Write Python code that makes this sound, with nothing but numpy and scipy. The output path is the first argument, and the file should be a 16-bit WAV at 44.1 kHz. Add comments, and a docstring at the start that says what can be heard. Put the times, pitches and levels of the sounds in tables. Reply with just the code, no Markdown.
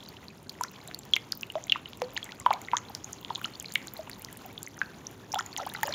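"""Small indoor fountain

Water drips and trickles into a basin close to a microphone, almost mono.
Trapped air bubbles ring as damped sines, glide in pitch and are cut off; splashes tick as treble noise snaps.
Finer droplets patter and spray at random; decaying noise tails form the small room's answer.
Shaped noise and faint tones give the pump's low hum, the far trickle and a thin whine that dies out."""
import sys
import numpy as np
from scipy import signal
from scipy.fft import rfft, irfft, next_fast_len
from scipy.io import wavfile
from scipy.ndimage import map_coordinates

SR = 44100
rng = np.random.default_rng(int(sys.argv[2]) if len(sys.argv) > 2 else 0)


def generate_wav(sig):
    """Save sig (samples, or channels by samples) to the path in sys.argv[1] as 16-bit PCM at SR."""
    pcm = np.round(np.clip(np.atleast_2d(sig).T, -1, 1) * 32767).astype(np.int16)
    wavfile.write(sys.argv[1], SR, pcm)


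def gain_from_db(level_db):
    """Convert decibel levels to linear amplitude factors (20 dB per decade)."""
    decades = np.asarray(level_db, float) / 20
    return 10 ** decades


N = 261954  # samples


def unit(x):
    """Scale to rms 1."""
    return x / np.sqrt(np.mean(x ** 2) + 1e-20)


def along(points, hz):
    """Interpolate (Hz, value) points on a log-frequency axis."""
    point_hz, value = np.transpose(points)
    return np.interp(np.log(hz + 1), np.log(point_hz + 1), value)


def above(hz, edge_hz, steepness):
    """Gain of a smooth high-pass, one half at its edge."""
    return 1 / (1 + (edge_hz / (hz + 1)) ** steepness)


def filtered(x, response):
    """Multiply the spectrum of x by a response of frequency."""
    size = next_fast_len(N + 8192)
    spectrum = rfft(x, size) * response(np.fft.rfftfreq(size, 1 / SR))
    return irfft(spectrum, size)[..., :N]


def wobble(rate_hz):
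    """Smooth random curve with rate_hz knots a second."""
    knots = rng.standard_normal(int(N * rate_hz / SR) + 4)
    return map_coordinates(knots, [np.arange(N) * rate_hz / SR])


def placed(start_s, grains):
    """Sum one grain per row at its start time."""
    at = np.round(start_s * SR).astype(int)[:, None] + np.arange(grains.shape[1])
    return np.bincount(at.ravel(), grains.ravel(), N + SR)[:N]


def ringing(start_s, level_db, pitch_hz, rise, t60_ms, life_ms, size):
    """Bubbles as damped sines whose pitch glides with age squared, choked off when they burst."""
    swell_cycles, burst_cycles = 0.32, 1.8
    t = np.arange(size) / SR
    level_db, hz, rise = level_db[:, None], pitch_hz[:, None], rise[:, None]
    t60, life = t60_ms[:, None] / 1000, life_ms[:, None] / 1000
    age = np.minimum(t / life, 1.3)
    cycles = hz * (t + rise * life * age ** 3 / 3)  # integral of hz * (1 + rise * age ** 2)
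    swell = 1 - np.exp(-t * hz / swell_cycles)
    burst = np.clip((life - t) * hz / burst_cycles + .5, 0, 1)
    decay = gain_from_db(level_db - 60 * t / t60)
    return placed(start_s, decay * burst * swell * np.sin(2 * np.pi * cycles))


def drips():
    """Bubbles lose 60 dB in a set number of cycles unless they burst first; plinks are damped more heavily."""
    # bubbles that ring until they burst: start_s, level_db, pitch_hz, rise (share of pitch over life), life_ms
    bubbles = [(.028, -46.5, 3100, 0.41, 5.7), (.2831, -38, 3830, 0.28, 1.2),
               (0.6115, -34, 7800, -0.085, 1.5), (0.646, -33, 1070, -0.059, 5.8),
               (0.8761, -36, 7720, -0.063, 4), (.888, -36.5, 660, 0.15, 8.2),
               (0.638, -35, 1314, 0.78, 14.4), (1.136, -12.5, 3260, 0.1, 5.9), (1.682, -37, 3000, 0, 0.6),
               (2.039, -46, 4380, 0.09, 3.5), (2.1, -47, 2500, 0, 0.89), (1.157, -30, 5860, -0.067, 0.55),
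               (1.1644, -16.5, 3130, -0.8, 1.05), (1.1657, -19, 2300, 0.015, 1.6),
               (1.411, -36.5, 5760, .07, 0.53), (1.5542, -22, 980, -0.63, 2.8), (1.555, -19, 608, 0.19, 29),
               (1.6397, -34.5, 6400, .14, 0.56), (1.697, -21, 3340, 0.012, 4.4),
               (1.7215, -11.5, 3076, -0.22, 3.65), (1.7494, -33.5, 2016, -0.086, 2.7),
               (1.758, -20.5, 1204, -0.16, 3.3), (1.76, -33.5, 1050, 0.22, 10),
               (1.8576, -33.5, 2970, 0.0019, 3.2), (2.0184, -16, 900, -0.55, 2.6),
               (2.0193, -19, 513, -0.12, 18.6), (2.0394, -28.5, 496, 0.34, 105),
               (2.165, -34, 897, 0.12, 5.7), (2.1652, -28, 2780, 0.72, 6.8),
               (2.4002, -33.5, 7480, 0.44, 2.7), (2.4619, -30, 3260, -0.12, 1.7),
               (2.5065, -26.5, 3370, -0.14, 0.8), (2.5066, -9.5, 762, 0.56, 8.3),
               (2.5297, -27.5, 2150, 0.16, 4.1), (2.5359, -27, 708, 0.72, 34), (2.5204, -43, 2500, .3, 3.4),
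               (2.5366, -29, 4273, -.2, 0.88), (2.617, -39.5, 7197, 0.031, 0.91),
               (2.6849, -29.5, 2050, -0.037, 2.9), (2.7158, -28.5, 2940, -.23, 0.66),
               (2.744, -20, 1092, 0.14, 12), (2.752, -41, 1400, 0.62, 13), (2.7693, -27, 1920, -.15, 2),
               (2.7694, -24, 3390, 0.076, 1.4), (2.768, -37, 923, 0.55, 25), (2.7768, -31, 6564, 0.12, .71),
               (2.7834, -34, 6613, .06, 0.55), (2.899, -35, 860, -.21, 10), (3.044, -35, 6480, 0.1, 3.2),
               (3.131, -34, 6070, 0.42, 2), (3.2478, -30, 3610, -0.36, 1.3),
               (3.3046, -19.5, 982, -0.21, 5.4), (3.3086, -31, 883, -0.18, 10),
               (3.351, -36, 6518, 0.12, 0.63), (3.3506, -35, 3960, 0.13, 4.9), (3.3569, -25, 3530, 0, 1.6),
               (3.3783, -37, 1054, 0.038, 8), (3.4442, -25, 2850, .2, 5.3), (3.449, -34, 3980, 0.11, 3),
               (3.537, -46, 4270, 0, 7.4), (3.551, -45, 3500, 0, 5), (3.329, -50, 4280, 0, 4),
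               (3.458, -37, 5750, 0.43, .87), (3.5994, -30.5, 6670, 0.43, 1.2),
               (3.7218, -35, 6640, 0.053, .43), (3.7557, -13.5, 3000, -0.11, 0.72),
               (3.8724, -33, 7100, 0.32, .67), (3.8819, -35, 3920, .16, 1.1),
               (4.074, -34.5, 990, -0.31, 5.8), (4.0968, -29.5, 1970, -0.11, 0.63),
               (4.1321, -37.5, 4260, -0.076, 1.3), (4.248, -27.5, 4740, 0.22, 0.36),
               (4.4529, -34.5, 796, -0.27, 15), (4.5782, -33.5, 3300, .19, 3),
               (4.8254, -36, 1560, -0.021, 45), (5.3625, -40, 1300, 0.1, 14), (5.652, -46.5, 3120, -.08, 8),
               (5.766, -38, 850, .1, 8.9), (5.0684, -34, 5700, .18, 3), (5.3191, -35.5, 5400, 0.5, 4.1),
               (5.3387, -17.5, 858, -0.12, 7.1), (5.3438, -36, 7100, 0.069, 2),
               (5.3542, -32.5, 3470, -0.086, 7.2), (5.3583, -21, 735, 0.42, 26),
               (5.3865, -31, 1244, 0.76, 5.8), (5.3904, -29, 5620, -0.027, 1.2),
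               (5.3903, -21.5, 1283, 0.27, 7.25), (5.3978, -32.5, 1860, -0.089, 7.2),
               (5.4084, -23, 1199, -0.34, 2.1), (5.578, -35, 6900, -.04, 1.1),
               (5.5834, -26.5, 800, .2, 9.4), (5.588, -45, 3800, 0.15, 2.7), (5.596, -30, 1285, 0.098, 10),
               (5.609, -29, 686, 0.39, 22), (5.6234, -29, 590, -.12, 18), (5.6652, -23.5, 712, .74, 9.5),
               (5.7488, -31.5, 1940, 0.12, 7.4), (5.749, -30, 1430, -.01, 5.4),
               (5.831, -18.5, 885, -0.055, 12), (5.831, -20.5, 1680, 0.27, 6.6),
               (5.853, -28.5, 555, 0.43, 47), (5.878, -23.5, 726, 0.68, 5.9), (5.88, -31, 1730, -.05, 3.9),
               (5.891, -26, 568, 0.19, 24), (5.9244, -31.5, 4300, -0.14, 4.3),
               (5.9383, -27.5, 3380, -.05, 2.5)]
    # heavily damped plinks: start_s, level_db, pitch_hz, rise (share of pitch over life), t60_ms
    plinks = [(.005, -42.5, 3400, 0.39, 12), (.062, -47, 3940, 0, 17), (.083, -48.5, 6260, 0, 7),
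              (0.1682, -42, 2960, 1.2, 18), (.229, -43, 2040, -0.17, 14), (.302, -47, 2500, 0.11, 28),
              (.588, -38, 2170, -0.2, 4.8), (.762, -42, 3230, .1, 8.6), (0.814, -47, 4240, 0, 8),
              (1.034, -39, 4360, -0.36, 2.9), (1.6694, -41, 2130, .17, 20), (3.607, -38.5, 3200, 0.021, 13),
              (4.2861, -38, 1990, -0.2, 19), (4.6649, -38, 6340, -0.5, 7.9), (4.779, -30.5, 1460, -0.65, 8),
              (4.7908, -39, 6091, -0.17, 6.3), (5.462, -38.5, 6940, -.1, 12), (5.6322, -35, 1957, 0, 20),
              (5.739, -41, 2800, 0.42, 12), (5.8539, -37.5, 4840, 0.85, 12), (5.864, -39, 6814, 0, 11),
              (5.8914, -36.5, 5600, 0.43, 12), (5.9277, -43, 1910, .3, 30), (0.4948, -31, 4230, 1.7, 11.6),
              (0.6098, -15.5, 968, 0.13, 38), (0.6367, -26.5, 1350, -0.017, 23),
              (0.6367, -17.5, 5400, 0.67, 1.85), (0.913, -21, 1860, -0.63, 2.5),
              (0.9456, -28.5, 4400, .06, 8.1), (0.9903, -36.5, 7570, -0.052, 11),
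              (1.1358, -29.5, 6200, .33, 4), (1.1646, -26, 6825, -.3, 0.93), (1.1685, -25.5, 2100, 0.3, 23),
              (1.3212, -40, 1790, -.25, 8.9), (1.3222, -17, 4780, -0.54, 4.9),
              (1.3297, -31, 1500, -0.33, 9.1), (1.432, -22.5, 2770, -0.4, 11.6),
              (1.5009, -30.5, 2910, -0.14, 18), (1.5546, -29, 3000, 1.1, 3.1),
              (1.7253, -21, 2750, -0.071, 16), (1.7655, -29, 2608, .42, 4.5),
              (1.9329, -27.5, 3180, .08, 2.7), (2.0187, -16, 2260, 0.15, 1.94), (2.02, -26, 4950, 1.6, 1.4),
              (2.1762, -20.5, 3630, .4, 1.8), (2.1759, -19, 1930, -0.9, 12.3),
              (2.1757, -33, 6480, 0.22, 6.1), (2.229, -30.5, 3330, -.01, 18),
              (2.2434, -32.5, 7680, 0.38, 9.1), (2.291, -36, 1960, 0.25, 28), (2.321, -21, 3200, -.1, 1.4),
              (2.463, -2.5, 993, -0.1, 30), (2.734, -9, 946, 0.64, 48), (2.649, -40.5, 3800, .2, 7.2),
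              (2.7255, -43, 2600, -.1, 6), (2.5104, -29.5, 1630, 1.5, 17), (2.535, -36.5, 6570, 0.043, 5.8),
              (2.63, -36, 1200, -.03, 10), (2.7336, -31, 2020, 0.12, 8.4), (2.7684, -21.5, 6340, 0.35, 5.3),
              (2.784, -33, 2091, -0.25, 6.5), (2.9503, -20, 5100, -0.066, 2),
              (3.301, -35.5, 3320, 0.64, 11), (3.415, -26, 1380, 0.32, 10), (3.4546, -23, 1310, 0.23, 17),
              (3.555, -38, 4500, -0.0035, 9.7), (3.645, -31, 2400, -0.73, 8.8), (3.659, -34, 4120, .02, 13),
              (3.723, -38.5, 4530, .09, 7.1), (3.7573, -11, 2104, 0.35, 9.5), (3.992, -24, 641, -.12, 88),
              (4.1145, -38, 4400, 1.2, 8.5), (4.63, -28.5, 6340, 0.88, 1.4),
              (4.674, -31.5, 2100, -0.24, 15), (4.8156, -12, 1593, -0.023, 17),
              (4.8167, -66, 3120, .54, 4.2), (5.3282, -33.5, 5530, 0.27, 8), (5.3375, -30, 1770, 0.52, 7.7),
              (5.3444, -21, 3170, -0.61, 4.3), (5.358, -28.5, 1386, -.05, 23),
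              (5.387, -27.5, 3273, -0.17, 6.4), (5.3993, -37, 6870, 0.65, 13),
              (5.4081, -29.5, 3273, -.33, 7.1), (5.529, -38.5, 4400, -.02, 11),
              (5.5646, -19.5, 3260, -0.37, 3.9), (5.575, -34.5, 2030, -0.65, 30),
              (5.582, -30.5, 5997, -0.16, 7.9), (5.6003, -19, 736, 0.46, 17), (5.6992, -35, 3660, .2, 11),
              (5.749, -34, 910, -0.61, 45), (5.7623, -35, 3930, .13, 11), (5.8315, -27, 3200, .65, 4.6),
              (5.8322, -23.5, 6600, 0.35, 2.2), (5.8719, -36.5, 2900, -0.55, 23)]
    t60_cycles = 104
    plink_life = 0.65  # share of t60
    start_s, level_db, hz, rise, life_ms = np.transpose(bubbles)
    bursting = ringing(start_s, level_db, hz, rise, 1000 * t60_cycles / hz, life_ms, size=4800)
    start_s, level_db, hz, rise, t60_ms = np.transpose(plinks)
    damped = ringing(start_s, level_db, hz, rise, t60_ms, plink_life * t60_ms, size=2400)
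    return bursting + damped


def blips(patter_db):
    """Middle-sized bubbles at random, stronger where the patter is."""
    when, size, pitch, long = rng.random((45, 4)).T
    hz = 1000 * (4500 / 1000) ** pitch
    level_db = patter_db[(when * (N - 1)).astype(int)] + 7 + 8 * size
    life_ms = 1000 * (8 + 18 * long ** 2) / hz
    return ringing(when * N / SR, level_db, hz, 0.22 * long - .05, 4 * life_ms, life_ms, size=1400)


def ticks():
    """Splash ticks as millisecond treble noise snaps, each with its own tilt; faint ones fall at random."""
    # the clearest ticks: start_s, top_octave_db, treble_db
    clear_ticks = [(0.0887, -45, -62), (0.2414, -53, -77), (0.4944, -56, -45.5), (0.611, -55, -46),
                   (0.6348, -45, -37.5), (0.7153, -47, -65), (0.876, -47, -44.5), (0.9462, -57, -47),
                   (0.9896, -52, -45.5), (1.1356, -45, -53), (1.1643, -36, -46.5), (1.3209, -46, -41.5),
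                   (1.3514, -39, -59), (1.3743, -33, -62), (1.4097, -50, -53), (1.4232, -36, -63),
                   (1.4995, -54, -64), (1.521, -58, -50), (1.669, -51, -50), (1.7205, -56, -52),
                   (1.7214, -39, -60), (1.8891, -43, -74), (1.973, -50, -51), (2.0178, -47, -51),
                   (2.1345, -47, -61), (2.146, -38, -72), (2.2427, -44, -53), (2.3984, -54, -51),
                   (2.4625, -50, -49.5), (2.5302, -44, -47), (2.616, -46, -54), (2.7676, -47, -65),
                   (2.8963, -42, -69), (2.9496, -53, -44.5), (3.0435, -58, -53), (3.1284, -49, -51),
                   (3.2121, -45, -64), (3.378, -46, -54), (3.415, -42, -57), (3.4406, -48, -49),
                   (3.5982, -46, -51), (3.626, -61, -41), (3.7226, -47, -50), (3.7386, -41, -41),
                   (3.7524, -45, -39), (3.7758, -43, -53), (3.8716, -51, -50), (3.937, -32, -48.5),
                   (3.9737, -43, -47), (4.0968, -54, -40.5), (4.1829, -49, -68), (4.1953, -38, -62),
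                   (4.2204, -51, -43.5), (4.2466, -46, -52), (4.328, -49, -42), (4.372, -56, -43.5),
                   (4.4614, -39, -62), (4.5296, -47, -58), (4.6302, -65, -38), (4.6828, -56, -51),
                   (4.771, -72, -52), (5.3273, -57, -66), (5.3273, -54, -48), (5.3442, -45, -43.5),
                   (5.3865, -51, -50), (5.462, -46, -55), (5.5363, -56, -59), (5.5742, -70, -52),
                   (5.5754, -48, -39.5), (5.6644, -35, -48), (5.692, -44, -48), (5.7382, -49, -41.5),
                   (5.8147, -50, -63), (5.8317, -19.5, -39), (5.8724, -36, -39.5)]
    faint_top_db, faint_treble_db, faint_spread_db = -55, -62, 3
    snap_db, snap_t60_s = 14.5, 0.0086
    when_s = rng.random(35) * N / SR
    spread_db = faint_spread_db * rng.standard_normal((35, 2))
    faint = np.column_stack([when_s, spread_db + [faint_top_db, faint_treble_db]])
    start_s, top_db, treble_db = np.vstack([faint, clear_ticks]).T
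    t = np.arange(400) / SR
    snap = gain_from_db(snap_db - 60 * t / snap_t60_s) * rng.standard_normal((len(start_s), len(t)))
    treble = placed(start_s, gain_from_db(treble_db)[:, None] * snap)
    treble = filtered(treble, lambda hz: above(hz, 7420, 16) - above(hz, 16360, 16))
    top = placed(start_s, gain_from_db(top_db)[:, None] * snap)
    top = filtered(top, lambda hz: above(hz, 12870, 16))
    return treble + top


def patter(patter_db):
    """Many tiny bubbles in loose clumps: mostly faint and short, a few louder or longer."""
    when, size, long, pitch, clump = rng.random((5, 3000))
    when = np.clip(np.round(when * 260) / 260 + .003 * clump, 0, 1)
    hz = 800 * (7000 / 800) ** pitch
    strength_db = np.minimum(-3.5 * np.log(size + 1e-3), 9)
    level_db = patter_db[(when * (N - 1)).astype(int)] + 5 - 7 * pitch + strength_db
    life_ms = np.minimum(1000 * (3 + 16 * long ** 3) / hz, 15)
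    return ringing(when * N / SR, level_db, hz, 0.42 * long, 3.1 * life_ms, life_ms, size=700)


def spray():
    """The finest droplets: faint, very high bubbles that burst within a few cycles."""
    when, size, pitch = rng.random((3, 1100))
    hz = 8800 * (16000 / 8800) ** pitch
    level_db = -60 + 3 * pitch + np.minimum(-4 * np.log(size + 1e-3), 12)
    life_ms = 1000 * 9 / hz
    return ringing(when * N / SR, level_db, hz, 0.32 * size, 4 * life_ms, life_ms, size=128)


def room(x):
    """Diffuse answer of basin and walls: a new decaying noise tail for every quarter second."""
    # decay of the room: frequency_hz, t60_s
    room_t60 = [(400, 0.62), (1000, 0.34), (1600, 0.38), (3000, 0.24), (4500, 0.18), (7000, 0.32),
                (14000, 0.14)]
    delay, step = 130, SR // 4  # samples
    out = np.zeros(N + SR)
    for at in range(0, N, step):
        hz, t, z = signal.stft(rng.standard_normal(SR // 2), SR, nperseg=256)
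        decay = gain_from_db(-60 * t / along(room_t60, hz)[:, None])
        tail = signal.istft(z * decay, SR, nperseg=256)[1]
        wet = signal.fftconvolve(x[at:at + step], tail / np.linalg.norm(tail))
        out[at + delay:][:len(wet)] += wet
    return out[:N]


def background(bed_db, patter_db):
    """Low room and pump noise, a patchy far trickle and faint hum lines."""
    # spectrum shape of pump, trickle and room: frequency_hz, relative_density_db
    bed_spectrum = [(15, -45), (25, -43), (43, -8.5), (109, 3), (253, 0.5), (590, -7), (887, -6),
                    (1660, -17.5), (3370, -16.5), (4940, -26.5), (6900, -19.5), (7500, -27), (8060, -42),
                    (9000, -32), (12500, -31.5), (15400, -30), (16300, -55)]
    # pump lines: frequency_hz, mean_level_db (rms)
    hum_lines = [(200, -107), (387, -67.5)]
    # rise of the treble hiss: time_s, gain_db
    hiss_rise = [(2.4, 0), (3.6, 2.5), (5.9, 2)]
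    t = np.arange(N) / SR
    noise = unit(filtered(rng.standard_normal(N), lambda hz: gain_from_db(along(bed_spectrum, hz))))
    low = filtered(noise, lambda hz: 1 / (1 + (hz / 550) ** 4))
    patchy_db = .5 * (patter_db - patter_db.mean()) - 2.0 + 2.0 * wobble(24.94)
    trickle = (noise - low) * gain_from_db(patchy_db)
    treble = filtered(trickle, lambda hz: above(hz, 7900, 20))
    trickle += (gain_from_db(np.interp(t, *np.transpose(hiss_rise))) - 1) * treble
    hum = np.zeros(N)
    for hz, level_db in hum_lines:
        level = gain_from_db(level_db + 2 * wobble(6)) * np.sqrt(2)
        hum += level * np.sin(2 * np.pi * hz * t + .8 * wobble(5))
    return gain_from_db(bed_db) * low + gain_from_db(bed_db.mean()) * trickle + hum


def whine():
    """Thin, slightly unsteady high tone that dies out."""
    pitch_hz, level_db, silent_s = 8520, -85, 3.2
    t = np.arange(N) / SR
    fade = np.clip(silent_s - t, 0, 1)
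    level = gain_from_db(level_db + 2.3 * wobble(9.9))
    return level * fade * np.sin(2 * np.pi * pitch_hz * t + 1.7 * wobble(36))


def scene():
    """Water and its room over the background in both channels, plus a very faint phase-randomised left-right noise."""
    # slow motion: time_s, background_db, patter_db
    flow = [(0.0, -49, -55), (0.43, -50.5, -63), (0.83, -50.5, -57), (0.97, -50, -59), (1.7, -50, -59.5),
            (2.23, -50.5, -55), (2.36, -49.5, -56), (3.01, -50, -56.5), (3.69, -49.5, -54),
            (5.23, -49, -60), (5.79, -49, -47.5), (5.94, -45, -46.5)]
    # microphone response to the water: frequency_hz, gain_db
    mic_response = [(100, -16), (250, -14), (450, -7.5), (7200, 10.5), (8000, -5), (8800, -0.5),
                    (15500, -6), (16500, -28)]
    # level of the left-right noise by frequency: frequency_hz, gain_db
    noise_response = [(60, -36), (400, -22.5), (1300, -10.5), (4400, -16), (15000, -14.5)]
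    time_s, *levels_db = np.transpose(flow)
    bed_db, patter_db = (np.interp(np.arange(N) / SR, time_s, db) for db in levels_db)
    water = drips() + blips(patter_db) + ticks() + spray() + patter(patter_db)
    # scatter off the rippling surface smears each ring on its way to the walls
    rippled = water * (.85 + .55 * wobble(1200))
    water = filtered(water + gain_from_db(-19.0) * room(rippled), lambda hz: gain_from_db(along(mic_response, hz)))
    bed = background(bed_db, patter_db) + whine()
    hz, t, z = signal.stft(bed + gain_from_db(-16) * water, SR, nperseg=512)
    random_phase = np.exp(2j * np.pi * rng.random(z.shape))
    randomised = z * gain_from_db(along(noise_response, hz))[:, None] * random_phase
    left_right_noise = signal.istft(randomised, SR, nperseg=512)[1][:N]
    return water + bed + np.array([left_right_noise, -left_right_noise])


def roll_off(x):
    """The treble ends steeply here."""
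    return signal.sosfilt(signal.butter(12, 16980, fs=SR, output="sos"), x)


def record(dry):
    """Deliver the finished mix."""
    return roll_off(dry)


dry = scene()
out = record(dry)
generate_wav(out)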